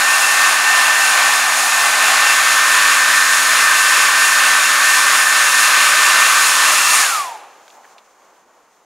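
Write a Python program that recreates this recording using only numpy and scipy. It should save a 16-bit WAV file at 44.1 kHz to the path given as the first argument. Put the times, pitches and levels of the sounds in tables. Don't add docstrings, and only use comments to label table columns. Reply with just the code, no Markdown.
import sys
import numpy as np
from scipy import signal
from scipy.fft import rfft, irfft
from scipy.io import wavfile
from scipy.ndimage import uniform_filter1d

SR = 44100
rng = np.random.default_rng(int(sys.argv[2]) if len(sys.argv) > 2 else 0)


def inscribe(sig):
    pcm = np.round(np.clip(np.atleast_2d(sig).T, -1, 1) * 32767)
    wavfile.write(sys.argv[1], SR, pcm.astype(np.int16))


N = 390263

# t/s, blade level/dB, neighbour level/dB
BLADE_TONES = [(0, -19, -26), (1.05, -17, -24.5), (1.55, -21, -28), (2.1, -19.5, -26), (2.4, -18, -25),
               (3.3, -17.3, -23), (5, -18, -22.5), (5.5, -19.5, -24), (6.5, -21, -23.5), (6.7, -21.5, -31),
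               (7, -21, -34)]
# t/s, base level/dB of the second and third blade tones, motor whine level/dB
UPPER_TONES = [(0, -40, -34), (2, -38, -34.5), (3, -35, -33.5), (5, -35, -33.5), (6.4, -35, -32.5),
               (6.7, -38, -31), (7, -38, -29.5)]
# multiple, level/dB, wavering/dB
SHAFT_TONES = [(1, -47.5, 0.9), (3, -52, 2.5), (4, -44.5, 9.5), (5, -47, 2), (8, -38, 5.5), (10, -37, 4.5),
               (28, -45.5, -2.5)]
# t/s, shaft speed f/Hz, blade tone level/dB
COAST_DOWN = [(7.015, 255.5, -21), (7.046, 238, -23), (7.09, 210, -21), (7.156, 182, -22), (7.18, 173, -20),
              (7.236, 155, -28), (7.302, 135, -32), (7.35, 125, -34), (7.41, 115, -52), (7.6, 85, -75)]


def motor_tones(turn, phase, blade_swell_db):
    blades, whine_multiple = 7, 35
    blade_db, lower_db = curves(BLADE_TONES)
    upper_db, whine_db = curves(UPPER_TONES)
    _, coast_db = curves(COAST_DOWN)
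    off = np.arange(N) / SR > COAST_DOWN[0][0]

    blade_db = blade_db - blade_swell_db * np.cos(phase - 0.2) + 0.8 * walk(8)
    lower_db = lower_db + 1.6 * walk(8)
    whine_db = whine_db - 4.2 * np.sin(phase - 0.6)

    fade_db = np.where(off, 1.4 * (coast_db - COAST_DOWN[0][2]) - 12, 0)
    blade_db = np.where(off, coast_db + 2 * walk(40), blade_db)

    def tone(multiple, level_db, waver_db):
        loudness = np.sqrt(2) * undb(level_db + waver_db * walk(25))
        return loudness * np.sin(multiple * turn + 0.25 * walk(30))

    out = tone(blades, blade_db, 1.0)
    out += tone(blades - 1, lower_db + fade_db, 0.66)
    out += tone(2 * blades, upper_db + 1 + fade_db, 1.5)
    out += tone(3 * blades, upper_db - 3 + fade_db, 2)
    out += tone(whine_multiple, whine_db + 3 * fade_db, 1.5)
    for multiple, level_db, waver_db in SHAFT_TONES:
        out += tone(round(multiple), level_db + fade_db, waver_db)
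    return out


# t/s, f/Hz
RUNNING_SPEED = [(0, 257.2), (.5, 256.8), (1.2, 256.9), (1.5, 256.5), (1.75, 256.3), (2, 256.7), (5, 256.6),
                 (5.45, 255.9), (5.9, 255.9), (6.2, 256.4), (6.6, 255.9), (6.85, 255.4), (7.02, 255.5)]


def shaft_turn(phase, hand_m_s):
    sound_m_s = 343
    doppler = 1 - hand_m_s * np.cos(phase) / sound_m_s
    running_hz = curves(RUNNING_SPEED)[0] * doppler
    coast_hz, _ = curves(COAST_DOWN)
    off = np.arange(N) / SR > COAST_DOWN[0][0]
    return 2 * np.pi * np.cumsum(np.where(off, coast_hz, running_hz)) / SR


# t/s of the fastest move away from the phone, top speed/(m/s),
# blade tone swell level/dB, whistle swell level/dB
HAND_STROKES = [(-.06, 2.0, 4.5, 1), (.235, 1.9, 0, -3), (.55, 1.7, 3, 4.5), (.855, 1.6, 2, 0),
                (1.125, 1.3, 1.5, 5), (1.4, .5, 1.5, -1), (1.64, 0.67, 1, -1), (1.9, 1.2, 1.5, 5),
                (2.13, 1.1, 3.5, -3), (2.35, 1.2, 0.5, 5), (2.56, 1, -0.5, 9), (2.78, 1.7, 0, 3),
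                (2.983, 1.36, 2, 5), (3.183, 1.2, -3, 2), (3.402, 0.77, 3, 4), (3.637, 0.74, 0, 11),
                (3.841, 1.1, 1, 0.5), (4.085, 1.5, -1.5, 2), (4.295, 1.1, 3.5, 0.5), (4.495, 1.2, -2, 10.5),
                (4.725, 1.3, 0, 3.5), (4.994, 1.6, 1, 7), (5.223, 1.3, -0.5, 4.5), (5.47, 1.2, 1, -2.5),
                (5.682, 1.33, 2.5, 5), (5.897, 1.3, 3, -1), (6.106, 1.4, 1.5, 2.5), (6.306, 1.1, 7, 4),
                (6.51, 1.4, 2, 3.5), (6.765, 0.89, -0.5, 1.5), (7.0, .1, -1.5, -2)]


def waving_hand():
    start_s = np.transpose(HAND_STROKES)[0]
    cycles = np.interp(np.arange(N) / SR, start_s, np.arange(len(start_s)))
    return 2 * np.pi * cycles, *curves(HAND_STROKES)


# t/s, level/dB of all the air, then level/dB relative to it of
AIR_LEVELS = [(0, -14, -10.5, -14, -6), (1, -13.5, -11, -14, -7), (1.5, -14, -12, -18.5, -7),
              (2.2, -12.5, -11, -11.5, -7), (2.7, -12.5, -8.5, -20, -7.5), (3.5, -13, -8.5, -19, -5.5),
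              (4.4, -12, -8.5, -16, -7.5), (4.8, -13.5, -7, -18, -5.5), (5.5, -12, -9, -15.5, -6.5),
              (6.1, -12, -12, -13, -6.5), (6.67, -11.5, -17.5, -13.5, -5.5), (6.88, -12, -26, -10, -4.5),
              (7.01, -11.5, -13, -13, -5.5), (7.05, -13, -12, -15, -7), (7.17, -21.5, -23, -16.5, -3.5),
              (7.34, -38.5, -18, -13, -9), (7.6, -53, -16, -19, -22)]
# t/s, level/dB relative to all the air
LOW_GAP_LEVELS = [(0, -15.5), (.7, -14.5), (2.1, -13), (2.4, -18.5), (2.8, -30), (6.5, -26.5), (7, -22),
                  (7.2, -16), (7.35, -12), (7.6, -17)]
# f/Hz, relative level/dB per Hz
RUSH_COLOUR = [(40, -64), (130, -62), (220, -42), (350, -29.5), (480, -29), (625, -18.5), (730, -27),
               (880, -21), (1020, -12), (1500, -11), (2000, -12.5), (3000, -16), (5000, -19), (9500, -23),
               (11500, -27.5), (15700, -39)]
# f/Hz, width f/Hz, level/dB over the rush colour
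RUSH_RESONANCES = [(1166, 290, 5), (2442, 340, 2), (4136, 130, 1), (6830, 810, 2.5), (10350, 1300, -0.5)]
# f/Hz, side minus mid level/dB
RUSH_WIDTH = [(60, -3.5), (200, -27.5), (2400, -38), (15000, -44)]


def air(turn, hz, phase, whistle_swell_db):
    air_db, high_gap_db, whistle_db, hiss_db = curves(AIR_LEVELS)
    low_gap_db, = curves(LOW_GAP_LEVELS)
    near = -np.sin(phase)

    resonance_power = 1
    for f, width_hz, level_db in RUSH_RESONANCES:
        resonance_power = resonance_power + undb(2 * level_db) / (1 + (2 * (hz - f) / width_hz) ** 2) ** 2
    spectrum = noise(shape(RUSH_COLOUR, hz) * np.sqrt(resonance_power), RUSH_WIDTH, hz)
    rush = part(spectrum, hz, 0.87, 5020)
    hiss = part(spectrum, hz, 5080, SR)

    out = rush / rms(rush) * undb(-3.0 + 0.89 * walk(9.8))
    out += hiss / rms(hiss) * undb(hiss_db + 0.1 * near + 0.5 * walk(11))
    out += ring(800, 180) * undb(low_gap_db)
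    out += ring(1640, 290) * undb(high_gap_db - 1.3 * near + 0.69 * walk(6))
    out += ring(2705, 100) * undb(whistle_db + whistle_swell_db * near + 2.2 * walk(12))

    fan_stop = np.clip((7.75 - np.arange(N) / SR) / 0.18, 0, 1)
    turn_pulse = 1 + 0.047 * np.sin(turn)
    return out * undb(air_db + 0.39 * near) * fan_stop * turn_pulse


# t/s, peak level/dB, pitch f/Hz, filter width f/Hz, 60 dB decay t/s
SHELL_TICKS = [(7.680, -30, 1700, 2600, .025), (7.702, -37, 3000, 3000, .025),
               (7.711, -39, 6500, 2000, .02), (7.836, -42, 1700, 1000, .02), (7.845, -39, 1700, 900, .02),
               (7.852, -36, 1500, 900, .025), (7.960, -39, 800, 300, .06), (7.982, -33, 3100, 2200, .035),
               (8.221, -46, 1500, 1500, .03)]


def shell_ticks():
    out = np.zeros(N)
    t = np.arange(4000) / SR
    for start_s, peak_db, hz, width_hz, decay_s in SHELL_TICKS:
        contact = rng.standard_normal(len(t)) + 5 * (t == 0)
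        shell = signal.iirpeak(hz, hz / width_hz, fs=SR)
        rung = signal.lfilter(*shell, signal.lfilter(*shell, contact))
        hit = rung * np.exp(-np.log(1000) * t / decay_s)
        i = int(start_s * SR)
        out[i:i + len(t)] += undb(peak_db) * hit / np.abs(hit).max()
    return out


# t/s, room murmur level/dB, hollow rubbing level/dB, rustle level/dB
ROOM_LEVELS = [(7.3, -43, -35, -45), (7.42, -45, -43, -56), (7.58, -48.5, -53, -55), (7.72, -49, -53, -54),
               (7.785, -49, -44, -55), (7.82, -49, -52, -55), (7.93, -52, -58, -56),
               (8.08, -54.5, -68, -59), (8.4, -54.5, -66, -61), (8.85, -57.5, -73, -63)]
# f/Hz, relative level/dB per Hz
ROOM_COLOUR = [(40, -21.5), (120, -28.5), (250, -12), (480, 2.5), (800, 4), (1100, 4.5), (1500, -1.5),
               (3000, -13.5), (4000, -16), (5300, -16.5), (6700, -10.5), (8000, -19.5), (15700, -28)]
# f/Hz, side minus mid level/dB
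ROOM_WIDTH = [(60, 0), (300, -35), (8000, -3), (15000, -27)]


def room_and_hand(hz):
    murmur_db, hollow_db, rustle_db = curves(ROOM_LEVELS)
    spectrum = noise(shape(ROOM_COLOUR, hz), ROOM_WIDTH, hz)
    murmur = part(spectrum, hz, 0.91, 2200)
    rustle = part(spectrum, hz, 2200, SR)
    bass = part(spectrum, hz, 0.91, 264)

    out = murmur / rms(murmur) * undb(murmur_db + 1.8 * walk(14))
    out += rustle / rms(rustle) * undb(rustle_db + 1.2 * walk(41))
    out += bass / rms(bass) * undb(-73.5)
    return out + ring(820, 190) * undb(hollow_db + 1.5 * walk(60))


def room_echo(tones):
    echo_db, decay_60db_s = -17, 0.3
    t = np.arange(SR // 2) / SR
    tail = rng.standard_normal(len(t)) * np.exp(-np.log(1000) * t / decay_60db_s)
    tail /= np.sqrt(np.sum(tail ** 2))
    return undb(echo_db) * signal.fftconvolve(tones, tail)[:N]


def undb(db):
    return 10 ** (np.asarray(db) / 20)


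def rms(x):
    return np.sqrt(np.mean(x ** 2))


def curves(table):
    s, *columns = np.transpose(table)
    return [np.interp(np.arange(N) / SR, s, column) for column in columns]


def walk(rate_hz):
    hold = int(SR / rate_hz)
    steps = np.repeat(rng.standard_normal(N // hold + 1), hold)
    smooth = uniform_filter1d(uniform_filter1d(steps, hold), hold)
    return 1.3 * smooth[:N]


def shape(points, hz):
    f, db = np.transpose(points)
    return undb(np.interp(np.log(hz + 1), np.log(f), db))


def noise(gain, side_points, hz):
    mid, side = rfft(rng.standard_normal((2, N)))
    opposite = np.array([[1], [-1]])
    return gain * (mid + shape(side_points, hz) * side * opposite)


def part(spectrum, hz, lo_hz, hi_hz):
    below_hi = 1 / (1 + (hz / hi_hz) ** 6)
    below_lo = 1 / (1 + (hz / lo_hz) ** 6)
    return irfft(spectrum * (below_hi - below_lo), N)


def ring(hz, width_hz):
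    x = signal.lfilter(*signal.iirpeak(hz, hz / width_hz, fs=SR), rng.standard_normal(N))
    x = signal.lfilter(*signal.iirpeak(hz, hz / width_hz / 2, fs=SR), x)
    return x / rms(x)


def scene():
    hz = np.arange(N // 2 + 1) * SR / N
    phase, hand_m_s, blade_swell_db, whistle_swell_db = waving_hand()
    turn = shaft_turn(phase, hand_m_s)
    tones = motor_tones(turn, phase, blade_swell_db)
    dryer = tones + room_echo(tones) + air(turn, hz, phase, whistle_swell_db)
    return dryer + shell_ticks() + room_and_hand(hz)


def record(dry):
    flattened = np.clip(dry, -1, 1)
    bass_cut = signal.butter(1, 70, "high", fs=SR, output="sos")
    top_cut = signal.ellip(12, 0.2, 85, 15720, fs=SR, output="sos")
    return signal.sosfilt(top_cut, signal.sosfilt(bass_cut, flattened))


dry = scene()
out = record(dry)
inscribe(out)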